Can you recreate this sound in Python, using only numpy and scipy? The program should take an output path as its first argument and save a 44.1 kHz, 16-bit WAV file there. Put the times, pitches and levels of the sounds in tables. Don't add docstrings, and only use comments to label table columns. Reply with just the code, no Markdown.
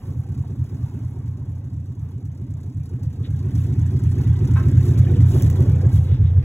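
import sys
import numpy as np
from scipy import signal
from scipy.fft import rfft, irfft, next_fast_len
from scipy.io import wavfile
from scipy.ndimage import uniform_filter1d, map_coordinates

SR = 44100
rng = np.random.default_rng(int(sys.argv[2]) if len(sys.argv) > 2 else 0)


def dump_mix(stems):
    frames = np.atleast_2d(stems).T
    limited = np.clip(frames, -1, 1)
    pcm = np.round(limited * 32767).astype(np.int16)
    wavfile.write(sys.argv[1], SR, pcm)


N = 284004
TIME_S = np.arange(N) / SR

# time_s, firings_per_s
FIRING_RATE = [(0, 36.55), (0.42, 38.46), (0.62, 36.54), (0.9, 36.44), (1.35, 33.64), (1.9, 31.52),
               (2.2, 30.69), (2.4, 30.99), (2.8, 30.51), (3.17, 29.47), (3.4, 31.79), (3.6, 33.69),
               (3.92, 32.58), (4.18, 33.9), (4.45, 33.11), (4.85, 35.8), (5.1, 34.89), (5.55, 31.46),
               (5.9, 30.74), (6.44, 31.21)]
# pitch_hz, width_hz, level_db
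PANEL_MODES = [(1061, 30, 0), (1302, 22, -1), (1567, 25, -3), (2606, 15, -9.5)]


def amp(db):
    return 10 ** (np.asarray(db) / 20)


def unit(x):
    return x / np.sqrt(np.mean(x ** 2) + 1e-20)


def along(points, hz):
    freq_hz, values = np.transpose(points)
    return np.interp(np.log(hz + 1), np.log(freq_hz + 1), values)


def curve(points):
    return np.interp(TIME_S, *np.transpose(points))


def wobble(knots_per_s):
    return map_coordinates(rng.standard_normal(int(N * knots_per_s / SR) + 4), [TIME_S * knots_per_s])


def filtered(x, response):
    size = next_fast_len(N + SR // 2)
    return irfft(rfft(x, size) * response(np.fft.rfftfreq(size, 1 / SR)), size)[..., :N]


def resonances(modes, f):
    return sum((-1) ** k * amp(db) * 1j * f * width_hz / (hz * hz - f * f + 1j * f * width_hz)
               for k, (hz, width_hz, db) in enumerate(modes))


def noise(spectrum, grain_db=0):
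    white = rng.standard_normal(N) * amp(grain_db * wobble(1500))
    return unit(filtered(white, lambda f: amp(along(spectrum, f))))


def swells(rows):
    return sum(amp(db) * np.exp(-.5 * ((TIME_S - peak_s) / sigma_s) ** 2) for peak_s, sigma_s, db in rows)


def grains(per_s, hz, spread, cycles, size_db):
    when, detune, strength = rng.random((int(per_s * N / SR), 3)).T[:, :, None]
    pitch_hz = hz * np.exp(spread * 3.48 * (detune - .5))
    age = np.arange(700)
    turns = pitch_hz * age / SR
    size = amp(-size_db * np.log(strength + 0.0052))
    ring = size * np.sin(2 * np.pi * turns) * np.exp(-turns / cycles) * (1 - np.exp(-turns))
    index = (when * N).astype(int) + age
    return unit(np.bincount(index.ravel(), ring.ravel(), N)[:N])


def shifting(x, depth_db):
    bins = signal.stft(x, nperseg=2048)[2]
    field = uniform_filter1d(rng.standard_normal(bins.shape), size=3, axis=0)
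    field = uniform_filter1d(field, size=7, axis=1)
    return unit(signal.istft(bins * amp(depth_db * unit(field)), nperseg=2048)[1][:N])


def shadow():
    # time_s, hidden_fraction
    cover = [(5.35, 0.02), (5.75, 0.1), (6.15, 0.57), (6.44, 1)]
    return np.clip(curve(cover), 0, 1)


def carried(at_1m_db, falloff_db, effort_db, shadow_db):
    # time_s, distance_m
    walk = [(0, 8.8), (1.8, 7.4), (2.5, 6.45), (3.1, 4.36), (3.6, 2.99), (4.3, 2.36), (4.85, 2.05),
            (5.6, 1.61), (6.44, 1.96)]
    idle_per_s = 33
    excess_per_s = curve(FIRING_RATE) - idle_per_s
    doublings = np.log2(curve(walk))
    return amp(at_1m_db - falloff_db * doublings + effort_db * excess_per_s - shadow_db * shadow())


def pulses(cycle, scatter_db, jitter_s):
    crank_firings = np.cumsum(curve(FIRING_RATE)) / SR
    arrival_firings, level_db = np.transpose(cycle)
    due_firings = len(cycle) * np.arange(-1, 29)[:, None] + arrival_firings
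    start_s = np.interp(due_firings, crank_firings, TIME_S, left=-1, right=-1)
    start_s += jitter_s * rng.standard_normal(start_s.shape)
    size = amp(level_db + scatter_db * rng.standard_normal(start_s.shape))
    inside = (start_s > 0) & (start_s < TIME_S[-1])
    return np.bincount((start_s[inside] * SR).astype(int), size[inside], N)


def yard():
    # freq_hz, density_db
    spectrum = [(300, 1.5), (1000, -2), (3200, -7.5), (8000, -23), (16000, -31)]
    return amp(-71) * noise(spectrum)


def chirps():
    # peak_s, sigma_s, level_db
    squeaks = [(3.255, 0.013, -51), (6.12, .04, -53), (6.27, 0.032, -56)]
    # pitch_hz, width_hz, level_db
    modes = [(1900, 900, -5), (3700, 650, 0)]
    return swells(squeaks) * unit(filtered(rng.standard_normal(N), lambda f: resonances(modes, f)))


def scuff(start_s, fade_s, db, hz):
    rise_s = 0.0017
    age_s = np.maximum(TIME_S - start_s, 0)
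    grit = noise([(0.12 * hz, -20), (hz, 3), (1.8 * hz, -6), (1.9 * hz, -10), (5 * hz, -30)], grain_db=3)
    return amp(db) * (1 - np.exp(-age_s / rise_s)) * np.exp(-age_s / fade_s) * grit


def footsteps():
    # peak_s, sigma_s, level_db
    steps = [(.06, 0.12, -64.5), (.85, 0.25, -66), (3.61, 0.05, -54.5), (4.87, 0.036, -49.5),
             (5.3, 0.027, -50.5), (5.39, .055, -46), (5.6, 0.068, -56), (5.95, 0.025, -47.5),
             (6.04, 0.037, -56)]
    shuffles = [(.05, 0.076, -59), (.9, 0.42, -60), (2.05, .05, -60)]
    # freq_hz, density_db
    grass_spectrum = [(500, -14), (1500, -5), (4000, -3.5), (7000, 0.5), (11000, -0.5), (16000, -3.5)]
    dirt_spectrum = [(400, -9), (850, 4), (1600, -5.5), (2800, -14), (5000, -23)]
    # start_s, level_db
    stalks = [(5.423, -23), (5.444, -39), (5.501, -30), (5.511, -38), (5.606, -35), (5.698, -39)]
    # start_s, fade_s, level_db, pitch_hz
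    scuffs = [(0.234, .005, -45.5, 900), (.444, 0.0055, -51.5, 850), (1.668, 0.0041, -51, 1000),
              (2.931, .006, -53, 1500), (4.2, .01, -40.5, 830), (4.559, 0.043, -36, 1280),
              (5.36, 0.0051, -30.5, 870), (5.407, .006, -40.5, 1780)]
    blades = grains(600, 6000, .45, cycles=10, size_db=3.5)
    grass = swells(steps) * unit(noise(grass_spectrum, grain_db=0.5) + 0.58 * blades)
    shuffle = swells(shuffles) * noise(dirt_spectrum, grain_db=4.5)
    snap_envelope = sum(amp(db) * (TIME_S >= start_s) * np.exp(-np.abs(TIME_S - start_s) / .0014)
                        for start_s, db in stalks)
    snaps = snap_envelope * noise([(1500, -9), (6000, -5), (11000, -6.5), (16000, -5.5)])
    return grass + snaps + shuffle + sum(scuff(*row) for row in scuffs)


def knock():
    start_s, fade_s, peak_db = 4.556, 0.033, -29.5
    push = (TIME_S >= start_s) * np.exp(-np.abs(TIME_S - start_s) / fade_s) * rng.standard_normal(N)
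    ring = filtered(push, lambda f: resonances(PANEL_MODES, f))
    return amp(peak_db) * ring / np.abs(ring).max()


def rattles():
    # pitch_hz, log_spread, hits_per_s, at_1m_db, falloff_db
    parts = [(849, .2, 160, -53.5, 3.5), (1904, .22, 190, -47.5, 9.5), (3310, 0.08, 160, -53.5, 9)]
    return sum(carried(db, falloff_db, effort_db=0.8, shadow_db=16.5)
               * grains(per_s, hz, spread, cycles=10, size_db=2.7)
               for hz, spread, per_s, db, falloff_db in parts)


def fan(beat):
    # freq_hz, density_db
    spectrum = [(300, -16.5), (800, 1), (1200, -2.5), (2000, -1), (2600, -6.5), (3600, -12), (5000, -9.5),
                (9000, -33), (16000, -32.5)]
    ring = unit(filtered(rng.standard_normal(N), lambda f: resonances(PANEL_MODES, f)))
    rush = shifting(noise(spectrum, grain_db=2), depth_db=4)
    pulsing = unit((rush + amp(-10) * ring) * (1 + 0.37 * beat))
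    return pulsing * carried(-46, falloff_db=7.5, effort_db=0.7, shadow_db=1.5)


def injectors(beat):
    # freq_hz, density_db
    spectrum = [(1000, -12), (2500, -18.5), (4000, 0.5), (6500, 0.5), (8500, -2), (12000, -4.5),
                (16000, -8.5)]
    hiss_floor = 0.52
    grit = grains(160, 6700, .2, cycles=35, size_db=3)
    ticks = unit((noise(spectrum, grain_db=-1.5) + 0.35 * grit) * (beat + hiss_floor))
    crackle = amp(-9.5) * grains(25, 8500, .25, cycles=2, size_db=4)
    return (ticks + crackle) * carried(-48.5, falloff_db=6, effort_db=0.5, shadow_db=25)


def engine_bay():
    # arrival_firings, level_db
    tick_cycle = [(-.1, 1), (.8, 0), (1.75, 1), (2.8, -1), (3.72, 0), (4.68, 0), (6, 3), (6.72, -2)]
    rise_s, decay_s = 0.0035, 0.009
    age_s = TIME_S[:SR // 10]
    burst = np.exp(-age_s / decay_s) * (1 - np.exp(-age_s / rise_s))
    beat = unit(signal.fftconvolve(pulses(tick_cycle, scatter_db=3.5, jitter_s=.003), burst)[:N])
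    return injectors(beat) + (fan(beat) + rattles()) * amp(0.54 * wobble(5.9))


def gas_jet(bark):
    # freq_hz, density_db
    spectrum = [(120, -33), (300, -1), (420, 4.5), (520, 0.5), (660, -10), (900, -11), (1600, -28),
                (4000, -56.5)]
    steady_flow = 2
    crossing_s, sigma_s, boost_db = 5.62, 0.5, 12
    pressure = np.sqrt(np.abs(uniform_filter1d(bark ** 2, size=1000)))
    gas = unit(shifting(noise(spectrum), depth_db=3) * (pressure + steady_flow))
    in_line = amp(boost_db * np.exp(-.5 * ((TIME_S - crossing_s) / sigma_s) ** 2))
    return gas * in_line * carried(-46.5, falloff_db=3.5, effort_db=0.7, shadow_db=1)


def pipe(blows, modes, centre_hz, width_hz, sweep_s_per_hz):
    travel = lambda f: np.exp(-1j * np.pi * sweep_s_per_hz * (f - centre_hz) ** 2)
    passband = lambda f: (1j * f / (1j * f + 45)) ** 3 / (1 + ((f - centre_hz) / width_hz) ** 4)
    return unit(filtered(blows, lambda f: resonances(modes, f) * travel(f) * passband(f)))


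def exhaust():
    # arrival_firings, level_db
    boom_cycle = [(-.21, -3), (.9, -2.5), (2.22, -2.5), (2.89, 2), (3.41, -1.5), (5.25, 1), (5.86, 2),
                  (6.72, 5)]
    honk_cycle = [(-.65, -6), (.68, 0), (1.7, -10), (2.25, -1), (3.75, 4.5), (4.6, -6), (5.6, 4.5),
                  (6.6, -12)]
    bark_cycle = [(.59, -6), (1.4, -2), (2.2, 3), (2.8, 7), (3.82, -2), (4.81, 2), (5.88, -6), (7.46, -9)]
    # pitch_hz, width_hz, level_db
    boom_modes = [(64, 8, -9), (90, 11, 5.5), (125, 13, 2), (147, 18, -4)]
    honk_modes = [(194, 22, 3), (255, 28, 3), (304, 31, -3.5)]
    bark_modes = [(342, 16, 1), (372, 24, 1.5), (505, 65, -19)]
    # freq_hz, density_db
    rumble_spectrum = [(10, -26), (24, -23), (39, -1), (52, -9), (90, -20), (150, -14), (200, -17),
                       (400, -34), (900, -62)]
    boom = pipe(pulses(boom_cycle, scatter_db=1.2, jitter_s=.0002), boom_modes,
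                centre_hz=100, width_hz=110, sweep_s_per_hz=.00008)
    honk = pipe(pulses(honk_cycle, scatter_db=1.8, jitter_s=.0003), honk_modes,
                centre_hz=250, width_hz=110, sweep_s_per_hz=.00034)
    bark = pipe(pulses(bark_cycle, scatter_db=1.5, jitter_s=.0002), bark_modes,
                centre_hz=380, width_hz=130, sweep_s_per_hz=.00025)
    muffled = 0.72 * shadow()
    boom = (1 - muffled) * boom + muffled * unit(filtered(boom, lambda f: 1 / (1 + (f / 105) ** 8)))
    gas = gas_jet(bark)
    rumble = amp(-25) * noise(rumble_spectrum)
    notes = ((boom + rumble) * carried(-8.5, falloff_db=6.5, effort_db=0.6, shadow_db=-3.5)
             + honk * carried(-25, falloff_db=6, effort_db=0.57, shadow_db=11.5)
             + bark * carried(-28, falloff_db=9.5, effort_db=1, shadow_db=26.5))
    lope_db = 0.49 * wobble(22)
    return notes * amp(lope_db) + gas


def scene():
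    # freq_hz, offset_rad
    phase = [(300, 0), (600, .35), (1600, .2), (2300, 1.6), (3700, 1.5), (4300, 2.9), (5100, 3.3),
             (6300, 6.2), (7500, 6.4), (8400, 9.3), (9600, 9.6), (10400, 12.4), (11600, 12.8),
             (12700, 15.6), (13700, 15.9), (14600, 18.8)]
    # freq_hz, level_db
    balance = [(50, 0), (125, -.7), (250, -1.5), (500, -2.3), (1000, -.8), (2000, 0.1)]
    # freq_hz, level_db
    echo_spectrum = [(60, -31.5), (125, -35), (250, -26), (500, -7.5), (1000, -7), (2000, -6.5),
                     (4000, -15.5), (14000, -18.5)]
    direct = exhaust() + engine_bay() + knock() + footsteps() + chirps() + yard()
    rise_s, rt60_s = 0.0029, 0.075
    age_s = TIME_S[:SR // 2]
    tail = rng.standard_normal(len(age_s)) * amp(-60 * age_s / rt60_s) * (1 - np.exp(-age_s / rise_s))
    echo = signal.fftconvolve(direct, tail / np.linalg.norm(tail))[:N]
    side = filtered(echo, lambda f: amp(along(echo_spectrum, f)))
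    stereo = np.array([direct + side, direct - side])
    ear = np.array([[.5], [-.5]])
    return filtered(stereo, lambda f: amp(ear * along(balance, f)) * np.exp(1j * ear * along(phase, f)))


def record(dry):
    top_hz = 15820
    return filtered(dry, lambda f: f < top_hz)


dry = scene()
out = record(dry)
dump_mix(out)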